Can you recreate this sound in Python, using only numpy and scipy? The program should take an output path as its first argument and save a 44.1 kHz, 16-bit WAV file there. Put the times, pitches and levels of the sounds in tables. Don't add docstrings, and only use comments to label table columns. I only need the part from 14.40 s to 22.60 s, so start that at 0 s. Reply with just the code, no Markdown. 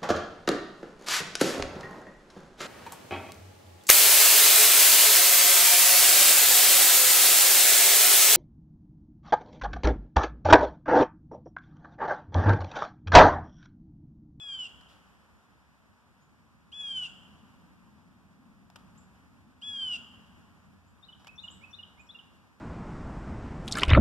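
import sys
import numpy as np
from scipy import signal
from scipy.fft import rfft, irfft
from scipy.io import wavfile
from scipy.ndimage import uniform_filter1d

SR = 44100
rng = np.random.default_rng(int(sys.argv[2]) if len(sys.argv) > 2 else 0)


def master(y):
    cut = np.clip(np.atleast_2d(y).T, -1, 1)
    pcm = np.round(cut * 32767)
    wavfile.write(sys.argv[1], SR, pcm.astype(np.int16))


N = 361619
TIME = np.arange(N) / SR
BINS = np.fft.rfftfreq(N, 1 / SR)

# (frequency [Hz], relative level [dB])
TYRE_COLOUR = [(20, -50.5), (38, -16.5), (55, -2), (100, 1), (135, -4.5), (190, -2), (260, -3.5),
               (340, -11), (480, -24.5), (900, -46.5)]


def jay():
    # (start [s], length [s], pitch factor, level [dB], swell [dB], overtone trim [dB], left lag [ms])
    cries = [(-.062, 0.34, 1.01, -38.5, 0, -4, 0.37), (2.318, 0.36, 1.008, -36.5, 4.5, -3.5, .34),
             (5.215, .362, .997, -34.5, 5.5, -4.5, 0.353)]
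    # (share of its length, pitch [Hz])
    contour = [(0, 615.5), (.03, 795), (.09, 848), (.2, 845.4), (.45, 806), (.68, 763), (.87, 720.6),
               (1, 667.3)]
    hoarseness = [(0, 1), (.04, .3), (.09, .03), (.4, .06), (.65, .12), (.83, .28), (.93, .9), (1, 1)]
    # (frequency [Hz], relative level [dB])
    throat = [(800, -34), (1550, -12), (2150, -23.5), (2530, -13.5), (3400, -15), (3900, -34),
              (4250, -31.5), (4700, -15.5), (5600, -33), (7000, -17.5), (8300, -28), (9200, -28.5),
              (10200, -38), (13600, -45.5)]
    # (frequency [Hz], relative level [dB])
    rasp_colour = [(300, 0), (1400, 6), (2100, -51), (3000, 11.5), (4000, 10), (5200, 6), (7300, 3.5),
                   (9000, -5), (10200, -14.5), (14000, -17)]
    direct, cast = np.zeros((2, N)), np.zeros(N)
    jitter, flutter = .018 * wander(500), .3 * wander(260)
    scratch = colour(rng.standard_normal(N), rasp_colour)
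    shimmer_db = [2 * wander(12) for _ in range(19)]
    waver_db = 1.6 * wander(30)
    for start, length, factor, db, swell_db, overtone_db, lag_ms in cries:
        on = (TIME >= start) & (TIME < start + length)
        t = TIME[on]
        share = (t - start) / length
        hoarse = curve(hoarseness, share)
        hz = factor * curve(contour, share)
        phase = 2 * np.pi * np.cumsum(hz * (1 + hoarse * jitter[on])) / SR
        voice = np.sin(4 * phase)
        for k, own_db in enumerate(shimmer_db, start=1):
            if k != 4:
                voice += undb(curve(throat, k * hz) + overtone_db + own_db[on]) * np.sin(k * phase)
        rasp = undb(-16.5) * hoarse * scratch[on] * (1 + 0.24 * np.cos(phase))
        attack = np.clip((t - start) / 0.012, 0, 1)
        release = np.clip((start + length - t) / .022, 0, 1)
        cry = np.zeros(N)
        cry[on] = voice * (1 + hoarse * flutter[on]) * release * attack + rasp * release ** .5
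        cry[on] *= undb(db - swell_db * (1 - share) ** 2)
        direct += arrive(cry * undb(waver_db), lag_ms)
        cast += cry
    return direct + trees(cast, near_db=-12, near_t60=0.3, far_db=-16.5, far_t60=1.35, far_rise=0.03)


def wren():
    # (offset [s], length [s], first pitch [Hz], middle pitch [Hz], last pitch [Hz], level [dB])
    phrase = [(-.12, 0.027, 2092, 2255, 2560, -55.5), (-.098, 0.027, 2370, 2565, 2540, -48.5),
              (-.023, 0.022, 6220, 5720, 5720, -64), (0, 0.032, 3598, 3580, 4277, -44.5),
              (.057, .024, 2850, 2885, 2780, -44.5), (0.098, 0.0204, 3686, 2996, 3010, -46.5)]
    # (time of the rising note [s], pitch factor, gain [dB], extra gain on the lead-in [dB])
    repeats = [(6.625, 1.028, -2.5, -22), (6.977, 1.0, 4, -0.5), (7.328, 1.0, 1.5, 2), (7.688, 0.97, 0, 0)]
    notes = []
    for time, factor, gain_db, lead_db in repeats:
        for offset, length, first, middle, last, db in phrase:
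            note_db = gain_db + db + lead_db * (offset < 0)
            notes.append((time + offset, length, factor * first, factor * middle, factor * last, note_db))
    song = whistles(notes, swell=0.8, overtone_db=-39)
    echoes = trees(song, near_db=-7.5, near_t60=0.61, far_db=-26.5, far_t60=1.0)
    return arrive(song, lag_ms=0.046) + echoes


def small_bird():
    # (start [s], length [s], pitch factor, level [dB])
    calls = [(1.81, .026, 0.93, -69), (4.576, 0.014, 1.0, -57.5), (6.465, 0.037, 1.0, -72),
             (7.023, 0.035, .99, -65), (7.103, 0.029, 1.027, -55.5), (7.595, .032, .99, -66)]
    scoop_hz = np.array([6080, 7410, 7600])
    notes = [(start, length, *(factor * scoop_hz), db) for start, length, factor, db in calls]
    chips = whistles(notes, swell=0.42, overtone_db=-60)
    return arrive(chips, lag_ms=0.126) + trees(chips, near_db=-1, near_t60=0.34, far_db=-23, far_t60=.9)


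def whistles(notes, swell, overtone_db):
    out = np.zeros(N)
    for start, length, first, middle, last, db in notes:
        on = (TIME >= start) & (TIME < start + length)
        share = (TIME[on] - start) / length
        hz = np.polyval(np.polyfit([0, .5, 1], [first, middle, last], 2), share)
        phase = 2 * np.pi * np.cumsum(hz) / SR
        tone = np.sin(phase) + undb(overtone_db) * np.sin(2 * phase)
        out[on] += undb(db) * np.sin(np.pi * share) ** swell * tone
    return out


def paws():
    # (time [s], level [dB], decay [s])
    touches = [(0.41, -58.5, 0.0047), (.48, -58, 0.05), (4.3002, -50.5, 0.0027), (4.3582, -43.5, 0.005),
               (4.385, -65, .02), (6.79, -60.5, 0.035), (6.846, -51, 0.0018), (6.87, -44, .0034),
               (6.879, -52, 0.0018)]
    # (frequency [Hz], relative level [dB])
    cardboard = [(100, 0), (400, -1.5), (700, 9.5), (1000, 8), (1700, 5), (3000, 4), (5000, -0.5),
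                 (8000, -7), (14000, -9)]
    force = np.zeros(N)
    for start, db, decay in touches:
        age = np.maximum(TIME - start, 0)
        press = 1 - np.exp(-age / (8 * decay ** 2 + decay / 20))
        force += undb(db) * press * (np.exp(-age / decay) + 0.071 * np.exp(-age / 0.021))
    grains = colour(force * rng.standard_normal((2, N)), cardboard)
    return arrive(grains[0], lag_ms=0.043) + grains


def trees(x, near_db, near_t60, far_db, far_t60, far_rise=0.022):
    t = TIME[:SR]
    scatter = rng.standard_normal((2, SR)) * undb(2.2 * rng.standard_normal(SR))
    near = unit(undb(-60 * t / near_t60) * (1 - np.exp(-(t / .007) ** 2)))
    far = unit(undb(-60 * t / far_t60) * (1 - np.exp(-(t / far_rise) ** 2)))
    echoes = unit(scatter) * (undb(near_db) * near + undb(far_db) * far) / np.sqrt(SR)
    return signal.fftconvolve(x[None], echoes, axes=1)[:, :N]


def vehicle():
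    # (time [s], centre frequency [Hz])
    roar_centre = [(2.2, 192.8), (4.05, 216.5), (4.67, 186), (5.11, 232), (6.26, 192.4), (6.31, 179.9),
                   (8.1, 211.8), (8.2, 179)]
    nearest_s, approach_s, recede_s = 3.77, 0.76, 1.59
    away = (TIME - nearest_s) / np.where(TIME < nearest_s, approach_s, recede_s)
    phase = 2 * np.pi * np.cumsum(curve(roar_centre, TIME)) / SR
    roar = (wander(62) * np.cos(phase) + wander(50) * np.sin(phase)) * undb(-57)
    rumble = colour(diffuse(alike_hz=600, apart=0.43), TYRE_COLOUR) * undb(-58)
    return (arrive(roar, lag_ms=-0.46) + rumble) / np.hypot(1, away)


def engines():
    # (start [s], length [s], first pitch [Hz], last pitch [Hz], level [dB])
    drones = [(-.2, 1.63, 64, 65.3, -66), (4.462, 1.54, 99, 93, -67), (5.85, 0.83, 89, 87.1, -59),
              (6.855, 0.69, 89, 93.3, -61)]
    fade_s = 0.16
    out = np.zeros(N)
    drift, throb = 1 + .012 * wander(4.6), undb(2 * wander(0.98))
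    for start, length, first_hz, last_hz, db in drones:
        hz = np.interp(TIME, [start, start + length], [first_hz, last_hz]) * drift
        fade = np.clip(np.minimum(TIME - start, start + length - TIME) / fade_s, 0, 1)
        out += undb(db) * fade * np.sin(2 * np.pi * np.cumsum(hz) / SR)
    return arrive(out * throb, lag_ms=1.0)


def road():
    return colour(diffuse(alike_hz=660, apart=0.83), TYRE_COLOUR) * undb(-61.5 + 2.04 * wander(9.2))


def leaves():
    # (frequency [Hz], relative level [dB])
    leaf_colour = [(100, -25.5), (400, -0.5), (650, -2), (1050, 1.5), (1500, -1), (2100, -4), (3000, -10),
                   (4200, -13.5), (5500, -15), (7500, -17.5), (10000, -21), (14000, -25)]
    return colour(diffuse(alike_hz=1200, apart=0.45), leaf_colour) * undb(-63.5 + .5 * wander(20))


def undb(db):
    return 10 ** (np.asarray(db) / 20)


def unit(x):
    return x / np.sqrt(np.mean(x ** 2))


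def curve(points, at):
    return np.interp(at, *np.transpose(points))


def colour(x, points):
    hz, db = np.transpose(points)
    gain = undb(np.interp(np.log(BINS + 1), np.log(hz), db))
    return irfft(rfft(x) * unit(gain), N)


def wander(rate_hz):
    return unit(irfft(rfft(rng.standard_normal(N)) / (1 + (BINS / rate_hz) ** 4), N))


def arrive(x, lag_ms):
    turn = np.exp(-1j * np.pi * BINS * lag_ms / 1000)
    return irfft(rfft(x) * np.array([turn, turn.conj()]), N)


def diffuse(alike_hz, apart):
    mid, side = rfft(rng.standard_normal((2, N)))
    alike = (1 - apart) / (1 + (BINS / alike_hz) ** 4)
    mid *= np.sqrt((1 + alike) / 2)
    side *= np.sqrt((1 - alike) / 2)
    return irfft([mid + side, mid - side], N)


def widen(x):
    # (frequency [Hz], share fed across)
    feed = [(200, 0.15), (700, 0.78), (2100, 0.78), (4200, 0.5), (8000, 0.2), (14000, 0.0)]
    late = np.exp(-2j * np.pi * BINS * 21 / SR)
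    both = rfft(x)
    return irfft(both - curve(feed, BINS) * late * both[::-1], N)


def suppress(x):
    threshold_db, knee_db, depth_db, open_s, close_s = -52.5, 13.5, 5, 0.057, 1
    sidechain = signal.sosfilt(signal.butter(2, 600, "high", fs=SR, output="sos"), x)
    power = uniform_filter1d(np.mean(sidechain ** 2, axis=0), size=220)
    level_db = 10 * np.log10(np.abs(power) + 1e-12)
    wanted = np.clip((level_db - threshold_db) / knee_db, 0, 1)
    held = np.maximum.accumulate(wanted + TIME / close_s) - TIME / close_s
    pole = np.exp(-1 / (open_s * SR))
    opening = signal.lfilter([1 - pole], [1, -pole], held)
    return x * undb(depth_db * (opening - 1))


def scene():
    return jay() + wren() + small_bird() + paws() + road() + leaves() + vehicle() + engines()


def record(dry):
    high_cut = signal.ellip(10, .2, 70, 14300, fs=SR, output="sos")
    return signal.sosfilt(high_cut, suppress(widen(dry)))


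dry = scene()
out = record(dry)
master(out)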